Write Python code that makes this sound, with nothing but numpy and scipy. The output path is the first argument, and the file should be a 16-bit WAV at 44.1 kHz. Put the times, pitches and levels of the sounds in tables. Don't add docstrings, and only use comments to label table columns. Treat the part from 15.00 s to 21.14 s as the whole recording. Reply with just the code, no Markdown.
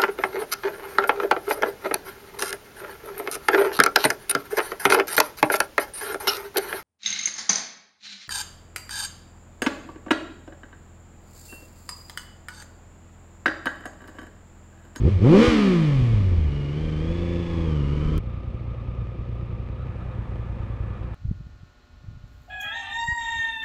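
import sys
import numpy as np
from scipy import signal
from scipy.fft import rfft, irfft, next_fast_len
from scipy.io import wavfile

SR = 44100
rng = np.random.default_rng(int(sys.argv[2]) if len(sys.argv) > 2 else 0)


def wrap_up_sound(samples):
    columns = np.atleast_2d(samples).T
    tamed = np.clip(columns, -1, 1)
    steps = np.round(tamed * 32767).astype(np.int16)
    wavfile.write(sys.argv[1], SR, steps)


N = 270993
TIME = np.arange(N) / SR
RIDE_END_S = 3.187
CRUISE_HZ = 80

# time_s, firing_hz
RIDE_SPEED = [(0, 54), (.035, 54), (.105, 106), (.2, 80), (.35, 191), (.43, 241), (.485, 246), (.56, 220),
              (.8, 162), (1, 127), (1.24, 96), (1.49, 72), (1.69, 71), (1.84, 79), (1.96, 76.2),
              (2.14, 85.2), (2.4, 86), (2.63, 82.6), (2.83, 70.2), (3.17, 78.6)]
# time_s, opening
THROTTLE = [(0, 0.67), (.075, 0.94), (.115, 0.06), (.17, 0), (.235, 0.86), (.385, 0.86), (.49, 0.25),
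            (.61, 0.1), (1.46, 0.08), (1.53, 0.28), (1.85, 0.43), (2.4, 0.45), (2.46, 0.36), (2.55, 0.46),
            (2.85, 0.5), (3.17, 0.45)]
# firing_multiple, level_db, full_throttle_lift_db
OVERTONES = [(2, -33.5, 17), (3, -52, 30), (4, -48, 24.5), (5, -59, 28), (6, -50, 20), (7, -64, 26.5),
             (8, -59.5, 16.5)]
# frequency_hz, gain_db
PIPE_RESPONSE = [(100, 2), (150, 0), (178, -7), (210, -1), (270, -5.5), (360, 5), (430, -3), (520, -0.5),
                 (610, -5.5), (720, -22.5)]
# frequency_hz, gain_db
AIRBOX_COLOUR = [(60, -9.5), (150, 3), (250, 8), (380, 4.5), (530, 6.5), (640, -18), (950, -27),
                 (1280, -17.5), (1750, -32.5), (4000, -62.5)]
# firing_hz, level_db
SHAKE = [(60, -37), (100, -45), (140, -37.5), (170, -27.5), (245, -23.5)]
# pitch_hz, signed_strength, t60_s
EXHAUST_MODES = [(45, 0.56, 0.14), (101.1, -0.32, 0.16), (112.2, -0.41, 0.085), (131, -0.64, 0.0087),
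                 (199, 0.21, 0.046), (346.4, -0.1, 0.021), (583, 0.052, 0.033)]
# start_s, pulse_db
POPS = [(0.475, -8.5), (0.491, -22), (1.012, -10.5), (1.134, -10), (1.475, -20.5)]
# time_s, firing_hz
IDLE_SPEED = [(4.55, 29.4), (4.9, 31.3), (5.25, 29.2)]
WEAK_FIRINGS_S = [3.41, 3.58, 3.75, 3.85, 4.15, 4.26, 4.56, 4.76, 4.93, 5.12, 5.25, 5.57, 5.67, 5.77, 5.97]
IDLE_CYLINDERS_DB = [1, -.5, 3.5]
# frequency_hz, gain_db
RIDE_CASING_COLOUR = [(350, -3), (600, -3), (902, -8), (1230, 0.5), (1360, -10.5), (1690, -9), (2440, -3.5),
                      (2570, -11.5), (2950, -7.5), (3920, -16), (4310, -16), (5510, -22), (8070, -30.5),
                      (14700, -53), (15500, -57)]
# frequency_hz, gain_db
IDLE_CASING_COLOUR = [(150, 6.5), (250, 3.5), (289, -6.5), (335, 1.5), (434, -7.5), (518, 1), (580, -9),
                      (1090, -16), (1240, -7), (1410, -25.5), (2450, -18), (2660, -21), (12000, -61),
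                      (15600, -99), (22000, -120)]
# firing_multiple, relative_db
VALVE_ORDERS = [(4, -18), (5, -14), (5.333, -16), (6, -6), (10, -10)]
# firing_multiple, level_db
RIDE_GEAR_ORDERS = [(20, -59), (30.5, -58), (40.3, -53.5), (60, -72), (79, -73)]
# firing_multiple, level_db
IDLE_GEAR_ORDERS = [(41, -56), (59.5, -78), (81, -69.5), (122, -74)]
# pitch_hz, width_hz, lift_db
COVER_RINGS = [(1270, 50, 0), (1725, 27, 5), (2230, 36, 1), (3500, 170, 0.5)]
# time_s, pitch_hz, level_db
TRANSMISSION_WHINE = [(2.0, 884, -57.5), (2.3, 996, -54.5), (2.55, 1084, -47.5), (2.8, 1200, -50.5),
                      (3.18, 1310, -48.5)]
# time_s, level_db
WIND_LEVEL = [(0, -26.5), (.6, -41), (1.3, -24.5), (1.6, -33), (2.4, -34.5), (3.17, -24)]
# frequency_hz, gain_db
WIND_COLOUR = [(20, -4), (45, 1), (80, -16.5), (130, -14.5), (250, -18), (600, -38.5)]
# time_s, level_db
TRAFFIC_LEVEL = [(3.2, -61), (4.6, -58.5), (5.0, -49), (6.1, -49)]
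# frequency_hz, gain_db
TRAFFIC_COLOUR = [(25, 21), (60, 15), (300, 5.5), (900, 9.5), (1800, 2), (3500, -32.5), (7000, -26),
                  (15000, -43.5)]
# pitch_hz, level_against_traffic_db
CAR_WHIRR = [(1725, -16), (1965, -21.5), (2450, -24.5)]


def engine_note(firing_hz, firing, throttle):
    octaves = np.log2(firing_hz / CRUISE_HZ)
    angle = 2 * np.pi * firing
    balance_opening, silencer_hz = .36, 66
    boom = from_db(-16) * (throttle / balance_opening - 1) * np.cos(angle) + from_db(-34) * np.sin(angle)
    boom /= np.sqrt(1 + (silencer_hz / firing_hz) ** 6)
    overtones = 0
    for k, db, lift_db in OVERTONES:
        level_db = db + lift_db * throttle + 4 * octaves + at_hz(PIPE_RESPONSE, k * firing_hz)
        overtones += from_db(level_db) * np.cos(k * angle)
    thirds = [k / 3 for k in range(5, 22) if k % 3]
    growl = sum(from_db(at_hz(AIRBOX_COLOUR, k * firing_hz)) * np.cos(k * angle + 2 * np.pi * rng.random())
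                for k in thirds)
    growl *= from_db(-70 + 25 * throttle + 5 * octaves)
    uneven_burn = 1 + .11 * drift(24)
    shake = from_db(at_hz(SHAKE, firing_hz)) * np.cos(angle * 4 / 3) * (1 + .25 * drift(15))
    tone = boom * (1 + .13 * drift(35)) + (overtones + growl) * uneven_burn + shake
    rasp = from_db(-47 + 16.5 * throttle + 10.5 * octaves) * coloured(noise(), AIRBOX_COLOUR)
    return np.sqrt(2) * tone + rasp


def exhaust(pulses, soften_hz):
    puffs = low_pass(pulses, soften_hz)
    return sum(strength * ring(puffs, hz, t60) for hz, strength, t60 in EXHAUST_MODES)


def riding():
    firing_hz, throttle = in_time(RIDE_SPEED)[0], in_time(THROTTLE)[0]
    firing = np.cumsum(firing_hz) / SR
    note = engine_note(firing_hz, firing, throttle)
    metal = clatter(firing_hz, firing, throttle)
    clutch_db = np.interp(TIME, [1.3, 1.52], [-15, 0])
    whine = gears(firing, RIDE_GEAR_ORDERS, flutter=.0045, throb_db=4)
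    whine = from_db(clutch_db) * low_pass(whine, hz=5500)
    pop_s, pop_db = np.transpose(POPS)
    pops = exhaust(clicks((pop_s * SR).astype(int), pop_db), soften_hz=700)
    return note + covers(metal + whine) + transmission() + pops + wind()


def idling():
    firing = np.cumsum(in_time(IDLE_SPEED)[0] * (TIME > RIDE_END_S)) / SR - .41 + .015 * drift(10)
    fires = passes(firing)
    weak = np.abs(fires[:, None] / SR - WEAK_FIRINGS_S).min(axis=1) < .017
    pulse_db = -21.5 + np.resize(IDLE_CYLINDERS_DB, len(fires)) + rng.normal(0, 1.5, len(fires))
    pulse_db -= 11 * weak + np.roll(weak, 1)
    sweeps = passes(firing - .52)
    puffs = clicks(fires, pulse_db) + clicks(sweeps, rng.normal(-33, 3, len(sweeps)))
    thumps = exhaust(puffs + from_db(-60) * noise(), soften_hz=596)
    rustle = noise() * once_a_turn(firing, depth_db=1) + .33 * contacts(firing, scatter_db=5, count=24)
    whine = gears(firing, IDLE_GEAR_ORDERS, flutter=.005, throb_db=2.5) * rms_one(from_db(4 * drift(7)))
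    return thumps + covers(from_db(-43.5) * coloured(rustle, IDLE_CASING_COLOUR) + whine)


def clatter(firing_hz, firing, throttle):
    ticks = from_db(-5.5) * contacts(firing, scatter_db=0, count=36)
    rubbing = from_db(-4) * noise() * once_a_turn(firing, depth_db=-1)
    valves = sum(from_db(db + 2.3 * drift(40)) * np.sin(2 * np.pi * order * firing)
                 for order, db in VALVE_ORDERS)
    valves *= np.sqrt(2) * from_db(-15 + 10 * firing_hz / firing_hz.max())
    level_db = -47 + .1208 * (firing_hz - CRUISE_HZ) + 3 * throttle
    return from_db(level_db) * (coloured(ticks + rubbing, RIDE_CASING_COLOUR) + valves)


def contacts(firing, scatter_db, count):
    strikes = np.zeros(N)
    for offset, sign in zip(rng.random(count), rng.choice([-1, 1], count)):
        at = passes(firing / 3 + offset)
        strikes += sign * clicks(at, rng.normal(0, scatter_db, len(at)))
    return rms_one(strikes)


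def gears(firing, orders, flutter, throb_db):
    twist = firing + flutter * drift(35)
    whine = sum(from_db(db) * np.sin(2 * np.pi * order * twist + .76 * drift(110))
                for order, db in orders)
    return np.sqrt(2) * whine * once_a_turn(firing / 3, throb_db)


def covers(x):
    return x + sum((from_db(db) - 1) * signal.lfilter(*signal.iirpeak(hz, hz / width, fs=SR), x)
                   for hz, width, db in COVER_RINGS)


def transmission():
    hz, db = in_time(TRANSMISSION_WHINE)
    mesh = 2 * np.pi * np.cumsum(hz) / SR
    upper = np.sin(mesh + 1.75 * drift(42))
    lower = from_db(-2.5) * np.sin(.78 * mesh + 2 * drift(30))
    return np.sqrt(2) * from_db(db) * (upper + lower)


def wind():
    return from_db(in_time(WIND_LEVEL)[0]) * coloured(noise(), WIND_COLOUR)


def traffic():
    whirr = sum(from_db(db) * np.sin(2 * np.pi * hz * TIME + 1.04 * drift(11)) for hz, db in CAR_WHIRR)
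    murmur = coloured(noise(), TRAFFIC_COLOUR)
    return from_db(in_time(TRAFFIC_LEVEL)[0]) * (murmur + np.sqrt(2) * whirr)


def from_db(db):
    return 10 ** (np.asarray(db) / 20)


def rms_one(x):
    return x / np.sqrt(np.mean(x ** 2) + 1e-20)


def in_time(rows):
    time_s, *columns = np.transpose(rows)
    return [np.interp(TIME, time_s, column) for column in columns]


def at_hz(points, hz):
    known_hz, db = np.transpose(points)
    return np.interp(np.log(np.maximum(hz, 1)), np.log(known_hz), db)


def coloured(x, spectrum):
    size = next_fast_len(N)
    hz = np.arange(size // 2 + 1) * SR / size + 1
    skirts = 1 / np.sqrt((1 + (spectrum[0][0] / hz) ** 6) * (1 + (hz / spectrum[-1][0]) ** 6))
    return rms_one(irfft(rfft(x, size) * from_db(at_hz(spectrum, hz)) * skirts, size)[:N])


def noise():
    return rng.standard_normal(N)


def low_pass(x, hz):
    return signal.sosfilt(signal.butter(2, hz, fs=SR, output="sos"), x + 1e-18)


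def drift(rate_hz):
    return rms_one(low_pass(noise(), rate_hz))


def ring(x, hz, t60):
    decay, step = from_db(-60 / (t60 * SR)), 2 * np.pi * hz / SR
    return signal.lfilter([0, np.sin(step)], [1, -2 * decay * np.cos(step), decay * decay], x + 1e-18)


def clicks(at, db):
    out = np.zeros(N)
    out[at] = from_db(db)
    return out


def passes(phase):
    return np.flatnonzero(np.diff(np.floor(phase)) > 0)


def once_a_turn(phase, depth_db):
    return rms_one(from_db(depth_db * np.cos(2 * np.pi * phase)))


def scene():
    junction = traffic() + idling()
    moving = low_pass(1. * (TIME < RIDE_END_S), hz=149)
    click = clicks([round(3.179 * SR)], db=-20.5)
    return (moving * riding() + (1 - moving) * junction + click)[None]


def record(dry):
    ceiling, cutoff_hz = .52, 15700
    x = signal.sosfilt(signal.butter(2, 22, "high", fs=SR, output="sos"), dry + from_db(-88) * noise())
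    x = x / (1 + (x / ceiling) ** 8) ** (1 / 8)
    return signal.sosfilt(signal.ellip(10, .1, 80, cutoff_hz, fs=SR, output="sos"), x)


dry = scene()
out = record(dry)
wrap_up_sound(out)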